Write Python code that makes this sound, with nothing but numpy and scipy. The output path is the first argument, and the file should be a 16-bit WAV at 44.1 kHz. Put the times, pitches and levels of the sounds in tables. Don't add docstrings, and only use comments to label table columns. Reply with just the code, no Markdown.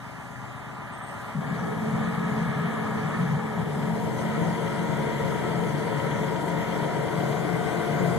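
import sys
import numpy as np
from scipy import signal
from scipy.fft import rfft, irfft, next_fast_len
from scipy.io import wavfile
from scipy.ndimage import uniform_filter1d, map_coordinates

SR = 44100
rng = np.random.default_rng(int(sys.argv[2]) if len(sys.argv) > 2 else 0)


def wav_record(signal):
    frames = np.transpose(np.atleast_2d(signal))
    bounded = np.clip(frames, -1, 1)
    quanta = np.round(bounded * 32767).astype(np.int16)
    wavfile.write(sys.argv[1], SR, quanta)


N = 360738
TIME = np.arange(N) / SR
BITE_S, COVER_S = 1.345, 0.08

# (time [s], speed [cycles/s])
SPEED = [(0, 8.296), (1.345, 8.296), (1.42, 8.02), (1.55, 8.04), (1.7, 8.22), (1.85, 8.33), (2.0, 8.385),
         (2.4, 8.366), (2.65, 8.35), (2.9, 8.318), (3.6, 8.306), (4.0, 8.297), (8.18, 8.294)]
def engine_cycles():
    return np.cumsum(curves(SPEED)[0] * (1 + 0.0004 * wobble(2.5))) / SR

# (position [share of a cycle], relative level [dB])
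BLOWS = [(0, -1), (.33, 1), (0.67, 0.5), (0.121, -1), (0.521, -1), (.81, 0)]
def knocking(cycles):
    blows = np.zeros(N)
    for position, db in BLOWS:
        at = np.flatnonzero(np.diff(np.floor(cycles - position)))
        blows[at] = amp(db + 1.2 * rng.standard_normal(len(at)))
    decay = amp(-60 * np.arange(SR // 4) / SR / 0.19)
    spectrum = rfft(decay * rng.standard_normal((2, SR // 4)))
    tail = irfft(spectrum / np.abs(spectrum) ** .75, SR // 4)
    return unit(signal.fftconvolve(blows[None], tail, axes=1)[:, :N])

# (pitch [times the engine speed], level before boosts [dB])
HUM_TONES = [(6, -52), (8, -64), (9, -49), (10, -59), (11, -58), (12, -48), (13, -48), (14, -59), (15, -41),
             (16, -50), (17, -52), (18, -47), (19, -53), (20, -48), (21, -46), (24, -51), (25, -54),
             (26, -48), (27, -56), (28, -56), (29, -61), (30, -52), (31, -60), (33, -59), (42, -66)]
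# (time [s], boost of the other tones [dB], boost of every third tone [dB])
LOAD_BOOST = [(0, -4.5, 0.5), (1.3, 0, -1), (1.5, 8.5, 3), (2, 8, 2.5), (3.5, 8, 2), (5, 3.5, 5.5),
              (8.18, 5, 5.5)]
# (frequency [Hz], sum [dB], difference [dB], likeness in step [ratio], likeness a quarter wave ahead [ratio])
IDLE_LOW_COLOUR = [(60, -11.8, -36.7, 0.83, 0.57), (98, -6.3, -29.2, -0.08, 0.78),
                   (121, -0.7, -17.7, 0.72, 0.69), (201, -8.5, -32.2, 0.13, 0.48),
                   (258, -11.9, -29.4, -0.64, -0.21), (302, -25.7, -29.4, -0.16, 0.07),
                   (346, -22.4, -22.9, -0.92, 0.43), (392, -28.8, -26.7, -0.06, 0.1),
                   (433, -22.4, -24.4, 0.02, -0.42), (514, -30.9, -36.9, 0.3, 0.01),
                   (561, -24.4, -34.8, 0.73, -0.06), (700, -23.7, -28.2, 0.32, 0.6)]
def engine_hum(cycles):
    housing_share = 0.6 * fan_fade_in()
    tones = 0
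    other_db, firing_db = curves(LOAD_BOOST)
    for multiple, db in HUM_TONES:
        load_db = firing_db if multiple % 3 == 0 else other_db
        housing_db = housing_share * resonance_db(multiple * SPEED[0][1], FAN_HOUSING)
        level = amp(db + load_db + housing_db + 2 * wobble(5))
        tones = tones + level * np.sin(2 * np.pi * (multiple * cycles + rng.random()))
    return place_tones(np.sqrt(2) * tones, IDLE_LOW_COLOUR)

# (frequency [Hz], share of power [0-1])
CLATTER_KNOCK_SHARE = [(220, .15), (300, .6), (600, .45), (1000, .3), (1300, .15), (2000, .14), (3000, .07),
                       (4300, .04)]
IDLE_HIGH_COLOUR = [(720, -23.9, -29.5, 0.3, 0.6), (839, -19.2, -27.4, -0.39, 0.77),
                    (893, -24.6, -27.0, -0.66, 0.33), (943, -24.2, -25.5, 0.26, -0.71),
                    (995, -23.5, -26.2, 0.5, 0.63), (1118, -27.5, -30.6, 0.07, 0.39),
                    (1180, -21.8, -28.1, -0.24, -0.3), (1362, -25.4, -22.8, 0.67, 0.75),
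                    (1504, -30.7, -28.3, -0.4, -0.03), (1675, -28.4, -25.3, -0.73, 0.48),
                    (1986, -30.2, -29.0, -0.53, -0.11), (2486, -38.3, -36.2, -0.1, -0.35),
                    (3029, -38.1, -42.3, -0.13, -0.24), (4300, -48.9, -49.3, 0.23, 0.21)]
# (frequency [Hz], width [Hz], boost [dB])
ENGINE_BLOCK = [(310, 39, -2.5), (380, 29, -2), (490, 23, 1), (535, 37, -4), (568, 13, 5), (834, 20, -2),
                (1070, 16, -4), (1180, 18, 1), (1280, 20, 1), (1330, 23, -4), (1400, 25, 5.5),
                (1460, 60, -6)]
# (pitch [times the engine speed], starting level [dB])
CLATTER_TONES = [(69, -64.5), (84, -66), (100, -70), (104, -68), (114, -68), (121, -64), (132, -71),
                 (142, -63.5), (147, -66), (155, -66), (168, -67.5), (182, -71.5), (204, -69), (220, -70)]
def engine_clatter(cycles, knocks):
    colour = IDLE_LOW_COLOUR + IDLE_HIGH_COLOUR
    rattle = knocks_and_noise(knocks, CLATTER_KNOCK_SHARE, depth_db=1.3)
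    rattle = filtered(rattle, lambda hz: amp(-6.5 * (hz < 265)))
    swell_db = 2.5 * np.minimum(TIME, BITE_S) + 0.51 * wobble(8.9)
    clatter = amp(-42.5) * place_noise(rattle, colour, ENGINE_BLOCK)
    return (1 - fan_fade_in()) * amp(swell_db) * (clatter + ringing(cycles, CLATTER_TONES, colour))

def ringing(cycles, table, colour):
    steps = np.arange(8193)
    position = steps / steps[-1]
    multiples, *levels_db = np.transpose(table)
    phases = np.outer(position, np.round(multiples)) + rng.random(len(multiples))
    one_cycle = np.sqrt(2) * np.sin(2 * np.pi * phases)
    tones = drift([np.interp(cycles % 1, position, one_cycle @ amp(db)) for db in levels_db])
    return amp(1.9 * wobble(4.6)) * place_tones(tones, colour)

def fan_fade_in():
    return np.clip((TIME - BITE_S) / COVER_S, 0, 1)

def fan_kick():
    return np.interp(TIME - BITE_S, [0, 0.012, COVER_S], [0, 1.5, 1])

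# (time [s], drone [dB], rush [dB], hiss [dB])
AIR_LEVELS = [(0, -43, -41, -60.5), (1.0, -43, -41, -63), (1.15, -41, -39, -58.5), (1.4, -40.5, -42, -59),
              (1.72, -37.5, -40, -56.5), (3.2, -37, -38, -56), (3.5, -37.5, -40, -57.5),
              (4.1, -33.5, -41, -53.5), (4.6, -33.5, -40, -53.5), (7.1, -32.5, -39.5, -53),
              (8.18, -31, -38.5, -51)]
# (frequency [Hz], share of power [0-1])
FAN_KNOCK_SHARE = [(260, .08), (560, .13), (720, .3), (950, .45), (1250, .33), (2000, .31), (3100, .27),
                   (4000, .1)]
DRONE_COLOURS = [
    [(260, -0.6, -17.8, -0.3, -0.48), (289, -1.9, -9.5, 0.65, -0.28), (306, -7.6, -8.4, 0.55, 0.45),
     (337, -9.6, -7.9, -0.32, 0.73), (367, -14.0, -9.1, 0.35, 0.08), (391, -9.4, -7.5, 0.63, 0.33),
     (472, -5.6, -10.4, 0.54, -0.2), (506, -12.6, -21.5, 0.62, -0.01), (517, -11.3, -23.1, 0.2, 0.5),
     (760, -9.9, -13.6, 0.16, 0.81), (845, -9.2, -13.3, -0.7, 0.67), (900, -14.9, -14.7, -0.7, 0.01),
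     (939, -9.7, -18.8, 0.3, -0.32), (1050, -14.0, -15.8, 0.33, 0.91)],
    [(260, -6.9, -14.7, 0.35, -0.63), (291, -0.7, -14.3, 0.75, 0.26), (339, -3.4, -11.1, 0.86, 0.52),
     (402, -5.8, -18.9, 0.49, 0.31), (462, 0.0, -7.7, 0.31, 0.96), (479, -4.5, -12.3, -0.26, 0.83),
     (503, -14.0, -14.8, 0.27, 0.62), (539, -3.2, -7.6, 0.78, 0.62), (608, -9.6, -15.8, 0.42, 0.84),
     (704, -8.5, -11.4, -0.18, 0.91), (816, -17.1, -14.5, 0.28, 0.64), (869, -14.2, -17.4, 0.86, 0.3),
     (952, -7.5, -13.7, -0.42, 0.9), (1050, -16.9, -14.1, -0.7, 0.29)],
    [(260, -7.9, -16.0, 0.75, 0.38), (325, -2.2, -11.0, 0.71, 0.68), (344, 0.3, -8.3, 0.66, 0.75),
     (372, -6.6, -16.6, 0.51, 0.53), (391, -3.6, -16.9, 0.47, 0.55), (410, -7.8, -16.8, 0.18, 0.6),
     (465, -1.7, -10.7, 0.34, 0.87), (506, -12.9, -16.8, -0.08, 0.85), (543, -7.6, -10.2, 0.28, 0.95),
     (660, -10.5, -14.9, 0.33, 0.75), (704, -2.4, -7.5, 0.3, 0.97), (740, -10.3, -11.8, -0.17, 0.81),
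     (816, -15.8, -15.3, 0.26, 0.87), (1050, -16.1, -15.5, -0.07, 0.79)],
]
RUSH_COLOURS = [
    [(1050, -3.8, -6.1, 0.38, 0.86), (1210, -0.2, -5.6, -0.16, -0.28), (1355, -3.5, 1.8, 0.02, 0.9),
     (1561, -10.9, -7.4, -0.3, 0.15), (1664, -1.7, -0.8, -1.03, -0.11), (1825, -4.3, -2.0, -0.83, 0.16),
     (1987, -8.5, -2.3, -0.72, -0.52), (2102, -10.8, -12.4, -0.3, 0.08), (2209, -5.4, -12.7, -0.18, -0.61),
     (2440, -14.3, -13.0, 0.01, 0.0), (2791, -14.0, -20.6, -0.1, -0.25), (3285, -16.3, -19.3, 0.2, 0.25),
     (3950, -24.5, -26.4, 0.1, 0.08), (4300, -25.9, -23.7, 0.09, 0.32)],
    [(1050, -0.9, 2.6, -0.81, 0.18), (1119, -6.7, -1.8, 0.08, 0.23), (1317, -0.0, 5.8, -0.1, 0.34),
     (1365, -4.8, 4.7, -0.22, 0.78), (1641, -5.1, 1.0, -0.31, -0.69), (1700, -5.9, -1.6, 0.23, 0.01),
     (1749, -7.2, -0.7, -0.63, 0.07), (1851, -0.5, 2.2, -0.95, -0.15), (1987, -1.8, -5.0, -0.45, -0.6),
     (2656, -6.5, -16.2, 0.08, 0.11), (2975, -11.3, -14.6, 0.18, 0.63), (3193, -9.7, -10.8, 0.6, 0.64),
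     (3785, -20.7, -15.6, 0.19, 0.23), (4300, -20.7, -18.0, 0.37, 0.02)],
    [(1050, -1.2, -0.8, -0.04, 0.96), (1176, -3.7, 0.7, -0.23, 0.27), (1365, -5.1, 0.1, 0.04, 0.6),
     (1434, -3.1, 4.4, -0.83, 0.24), (1550, -0.2, 0.1, -0.74, -0.19), (1618, -7.0, -2.2, -0.25, -0.28),
     (1724, -9.6, -1.9, -0.22, -0.55), (2058, -0.6, -1.5, -0.64, -0.61), (2148, -4.9, -8.2, -0.31, -0.67),
     (2582, -4.6, -14.7, 0.03, -0.3), (2851, -10.1, -18.3, 0.33, 0.23), (3193, -10.5, -14.3, 0.32, 0.79),
     (3785, -19.7, -14.1, 0.38, 0.03), (4300, -22.3, -18.2, 0.21, 0.23)],
]
# (frequency [Hz], width [Hz], boost [dB])
FAN_WIND_PEAKS = [
    [(425, 28, 5), (688, 15, 2), (765, 26, 2), (966, 16, -4), (1080, 160, -2), (1277, 11, 6),
     (1460, 200, -2), (1485, 22, 5), (1710, 15, -1), (1736, 19, -3), (1930, 30, -5)],
    [(295, 14, 1.5), (351, 20.4, 2), (468, 17, 3), (498, 16, -7), (542, 8.9, 4), (700.5, 7.5, 6),
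     (947, 10, -1), (1013, 22, -1.5), (1110, 410, -2.5), (1290, 10, 0), (1310, 7.7, 5), (1840, 35, -0.5),
     (2060, 26, 3)],
    [(302.8, 26, 4.5), (345, 20, -2), (384, 12, 3), (460, 14, 3), (546, 16, 3.5), (704, 5.9, 2),
     (984, 20, 7), (1055, 150, -5), (1120, 12, 4), (1530, 34, -7), (2067, 20, 4)],
]
# (pitch [times the engine speed], hub [dB], rim [dB], ground [dB])
TONES_BESIDE_FAN = [(66.2, -66, -59, -60), (71.8, -68, -62, -56), (78.4, -68, -56, -56),
                    (82, -66, -66, -53), (84, -58, -57.5, -44.5), (86, -66, -66, -51), (96, -64, -61, -60),
                    (104, -63, -63, -58), (108, -73, -58, -62), (113, -62, -55.5, -63),
                    (114, -61, -55, -57), (118, -62, -53, -62), (127, -68, -66, -59), (142, -60, -70, -70),
                    (149, -70, -62, -62), (172, -72, -68, -62), (178, -72, -70, -62),
                    (155.5, -59.5, -71, -63), (159.4, -70, -69, -61), (173.3, -68, -62.5, -61),
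                    (182, -65, -73, -64), (186.2, -70, -72, -56), (193.3, -74, -68, -66),
                    (199.7, -63, -72, -69), (203.4, -56.5, -69, -68), (220, -62, -70, -65),
                    (224, -68, -61, -66), (227.4, -73, -63, -60), (240.5, -68, -63, -64)]
def fan_wind(cycles, knocks):
    drone_db, rush_db, _ = curves(AIR_LEVELS)
    air = knocks_and_noise(knocks, FAN_KNOCK_SHARE, depth_db=0.76)
    wind = 0
    for db, waver_db, colours in (drone_db, 0.46, DRONE_COLOURS), (rush_db, 0.83, RUSH_COLOURS):
        spots = [place_noise(air, colour, peaks) for colour, peaks in zip(colours, FAN_WIND_PEAKS)]
        wind = wind + amp(db + waver_db * wobble(6)) * drift(spots)
    tones = ringing(cycles, TONES_BESIDE_FAN, DRONE_COLOURS[1] + RUSH_COLOURS[1])
    return fan_fade_in() * (wind + tones)

# (time [s], level [dB])
ROAR_LEVEL = [(1.3, -33.5), (1.8, -34), (2.3, -28.5), (2.5, -33), (2.68, -29), (2.78, -39), (3.06, -27.5),
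              (3.11, -37), (3.17, -27.5), (3.35, -25), (3.43, -41), (3.54, -37.5), (3.6, -30), (4.3, -32.5),
              (4.5, -29), (4.58, -36.5), (4.96, -31.5), (5.05, -33), (5.15, -31), (7.9, -33), (8.18, -27.5)]
ROAR_COLOURS = [
    [(60, -21.3, -45.8, 0.68, 0.62), (98, -10.4, -33.0, 0.05, 0.89), (123, -5.7, -21.4, 0.77, 0.49),
     (140, -1.9, -25.7, 0.77, 0.14), (156, -1.9, -26.4, 0.14, 0.84), (178, -0.1, -23.8, -0.41, 0.79),
     (203, -8.8, -29.7, -0.06, 0.9), (243, -16.1, -35.2, -0.47, 0.03), (270, -19.7, -34.4, -0.06, -0.5)],
    [(60, -18.1, -41.1, 0.59, 0.68), (79, -13.0, -35.6, 0.41, 0.73), (96, -9.7, -26.3, -0.21, 0.96),
     (126, -3.1, -21.8, 0.77, 0.55), (141, -0.3, -24.1, -0.33, 0.39), (173, -0.4, -14.4, -0.66, 0.73),
     (206, -11.6, -24.7, -0.53, 0.66), (243, -20.9, -27.0, -0.12, -0.34), (270, -20.8, -29.9, 0.63, -0.18)],
]
# (frequency [Hz], width [Hz], boost [dB])
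FAN_HOUSING = [(145.6, 16, 6.5), (173.6, 8.3, 7.5)]
def fan_roar():
    air = patchy_noise(depth_db=2.5)
    level = amp(curves(ROAR_LEVEL)[0] + 0.89 * wobble(7))
    roar = drift([place_noise(air, colour, FAN_HOUSING) for colour in ROAR_COLOURS])
    return fan_kick() * level * even_out(roar, span_s=0.049, share=0.52)

# (time [s], tone [dB], octave [dB])
BLADE_LEVELS = [(1.35, -42, -81), (1.5, -31.5, -53), (2, -28, -49), (3.3, -31, -47.5), (4.5, -31.5, -46),
                (6, -35, -42), (8.18, -39, -39)]
# (difference compared with sum [dB], lead of the difference [rad])
BLADE_STEREO = [
    [(-24, -1.1), (-14, -2.1), (-10, -1.6)],
    [(-8, .2), (-3, 1.3), (-4, 1.4)],
]
def fan_blades(cycles):
    passes_per_cycle = 26.22
    phase = 2 * np.pi * (passes_per_cycle * cycles + np.cumsum(0.5 * wobble(6)) / SR)
    tones = 0
    for harmonic, (db, spots) in enumerate(zip(curves(BLADE_LEVELS), BLADE_STEREO), 1):
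        difference = drift([amp(side_db) * np.sin(harmonic * phase + lead) for side_db, lead in spots])
        level = np.sqrt(2) * amp(db + 1.4 * wobble(12))
        tones = tones + level * np.array([np.sin(harmonic * phase), difference])
    return fan_kick() * tones

# (time [s], length [s], pitch [Hz], level [dB])
CLUTCH_SLIPS = [(0.922, 0.04, 8520, -55), (.97, 0.04, 8420, -55.5), (1.02, 0.034, 8460, -51.5),
                (1.062, 0.056, 8420, -53.5), (1.124, 0.034, 8330, -56), (1.165, 0.07, 8400, -63)]
def clutch_squeak():
    fade_s, sag_hz_per_s = 0.012, 900
    roughness = unit(1 + .45 * wobble(260))
    waver = np.cumsum(22 * wobble(150)) / SR
    squeaks = 0
    for start, length, hz, db in CLUTCH_SLIPS:
        age = TIME - start
        fade = np.clip(np.minimum(age, length - age) / fade_s + .5, 0, 1)
        phase = 2 * np.pi * (hz * age - sag_hz_per_s * age ** 2 / 2 + waver)
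        squeaks = squeaks + fade * amp(db) * np.sin(phase)
    return amp([[0], [-3.8]]) * roughness * squeaks

# (time [s], level [dB])
TICK_LEVEL = [(0, -71), (1.3, -68), (3.5, -64), (4.2, -59), (8.18, -56)]
def valve_tick(cycles):
    position, rise_s, decay_s, repeat_share = .745, .002, .005, .6
    age = (cycles - position) % 1 / SPEED[0][1]
    repeated = rng.standard_normal(SR // 4)[(age * SR).astype(int)]
    noise = np.sqrt(repeat_share) * repeated + np.sqrt(1 - repeat_share) * rng.standard_normal((2, N))
    strength_db = 2 * rng.standard_normal(int(cycles[-1]) + 3)[(cycles - position + 1).astype(int)]
    ticks = amp(strength_db) * np.exp(-age / decay_s) * (1 - np.exp(-age / rise_s)) * noise
    return amp(curves(TICK_LEVEL)[0]) * place_noise(unit(ticks), RUSH_COLOURS[1][7:])

HISS_COLOUR = [(4300, -0.7, 2.5, 0.34, 0.29), (5412, -2.4, -2.9, -0.05, -0.11),
               (5947, -0.3, -1.4, 0.17, -0.14), (6731, -1.7, -0.7, -0.03, 0.08),
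               (7310, -0.2, -0.7, 0.06, 0.23), (7939, -0.4, -0.3, -0.03, -0.07),
               (13182, -8.1, -7.8, -0.01, 0.05), (13900, -9.9, -11.6, 0.08, -0.17)]
def air_hiss():
    level = amp(curves(AIR_LEVELS)[2] + 0.18 * wobble(10))
    return level * place_noise(patchy_noise(depth_db=1.92), HISS_COLOUR)

def yard_rumble():
    band = lambda hz: 1 / (1 + (hz / 50) ** 8) / (1 + (18 / (hz + 1)) ** 4)
    return amp([[-25], [-46]]) * filtered(rng.standard_normal((2, N)), band)

# (time [s], spot [0 hub, 1 rim, 2 ground])
LISTENER_PATH = [(0, 0), (3.5, 0), (4.2, 1), (7, 1), (7.3, 2), (8.18, 2)]
def drift(sounds):
    spot = np.minimum(curves(LISTENER_PATH)[0], len(sounds) - 1)
    return sum(np.clip(1 - np.abs(spot - k), 0, 1) * sound for k, sound in enumerate(sounds))

FFT_SIZE = next_fast_len(N + SR // 4)
FFT_HZ = np.fft.rfftfreq(FFT_SIZE, 1 / SR)
def read_colour(colour):
    points_hz, *columns = np.transpose(colour)
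    hz = FFT_HZ[:int(1.5 * points_hz[-1] * FFT_SIZE / SR)] + 1e-3
    sum_db, diff_db, in_step, ahead = [np.interp(np.log(hz), np.log(points_hz), c) for c in columns]
    likeness = (in_step + 1j * ahead) / np.maximum(1, np.hypot(in_step, ahead))
    return hz, amp(sum_db), amp(diff_db), likeness

def place_tones(tones, colour):
    hz, sum_gain, difference_gain, likeness = read_colour(colour)
    direct = rfft(tones, FFT_SIZE)[:len(hz)]
    difference = direct * difference_gain / sum_gain * likeness / np.abs(likeness)
    return irfft([direct, difference], FFT_SIZE)[:, :N]

def place_noise(pair, colour, resonances=()):
    hz, sum_gain, difference_gain, likeness = read_colour(colour)
    band_edges = np.sqrt((1 + (colour[0][0] / hz) ** 40) * (1 + (hz / colour[-1][0]) ** 40))
    gain = amp(resonance_db(hz, resonances)) / band_edges
    direct, scattered = rfft(pair, FFT_SIZE)[:, :len(hz)] * gain
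    total = direct * sum_gain
    unlikeness = np.sqrt(np.abs(1 - np.abs(likeness) ** 2))
    difference = (direct * likeness + scattered * unlikeness) * difference_gain
    heard_rms = np.sqrt(2 * np.sum(np.abs(total * (1 - cross_feed(hz))) ** 2) / FFT_SIZE / N)
    return irfft([total, difference], FFT_SIZE)[:, :N] / heard_rms

def resonance_db(hz, resonances):
    return sum(db / (1 + (2 * (hz - centre) / width) ** 2) for centre, width, db in resonances)

def knocks_and_noise(knocks, shares, depth_db):
    points_hz, share = np.transpose(shares)
    knock_share = lambda hz: np.interp(np.log(hz + 1), np.log(points_hz), share)
    gains = lambda hz: np.sqrt([[knock_share(hz)], [1 - knock_share(hz)]])
    return filtered(np.array([knocks, unit(patchy_noise(depth_db))]), gains).sum(axis=0)

def patchy_noise(depth_db):
    spectra = signal.stft(rng.standard_normal((2, N)), nperseg=512)[2]
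    patches = uniform_filter1d(rng.standard_normal(spectra.shape[1:]), size=8, axis=0)
    patches = uniform_filter1d(patches, size=10, axis=1)
    return signal.istft(spectra * amp(depth_db * unit(patches)), nperseg=512)[1][:, :N]

def even_out(pair, span_s, share):
    envelope = np.abs(signal.hilbert(pair[0], next_fast_len(N))[:N])
    power = uniform_filter1d(envelope ** 2, int(span_s * SR))
    return pair * (np.abs(power) / power.mean() + 0.068) ** (-share / 2)

def wobble(rate):
    coarse = np.arange(0, N + 128, 128 if rate < 20 else 32)
    points = rng.standard_normal(int(N * rate / SR) + 8)
    return np.interp(np.arange(N), coarse, map_coordinates(points, [coarse * rate / SR]))

def curves(rows):
    times, *columns = np.transpose(rows)
    return [np.interp(TIME, times, column) for column in columns]

def filtered(x, response):
    return irfft(rfft(x, FFT_SIZE) * response(FFT_HZ), FFT_SIZE)[..., :N]

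def amp(db):
    return 10 ** (np.asarray(db) / 20)

def unit(x):
    return x / np.sqrt(np.mean(x ** 2) + 1e-20)

def cross_feed(hz):
    return (0.23 + 0.76 / (1 + (hz / 4300) ** 40)) * np.exp(-2j * np.pi * hz * 17 / SR)

def scene():
    cycles = engine_cycles()
    knocks = knocking(cycles)
    engine = engine_hum(cycles) + engine_clatter(cycles, knocks)
    fan = fan_wind(cycles, knocks) + fan_roar() + fan_blades(cycles)
    total, difference = engine + fan + clutch_squeak() + valve_tick(cycles) + air_hiss() + yard_rumble()
    return np.array([total + difference, total - difference])

def record(dry):
    wide = dry - filtered(dry[::-1], cross_feed)
    return filtered(wide, lambda hz: hz < 13950)

dry = scene()
out = record(dry)
wav_record(out)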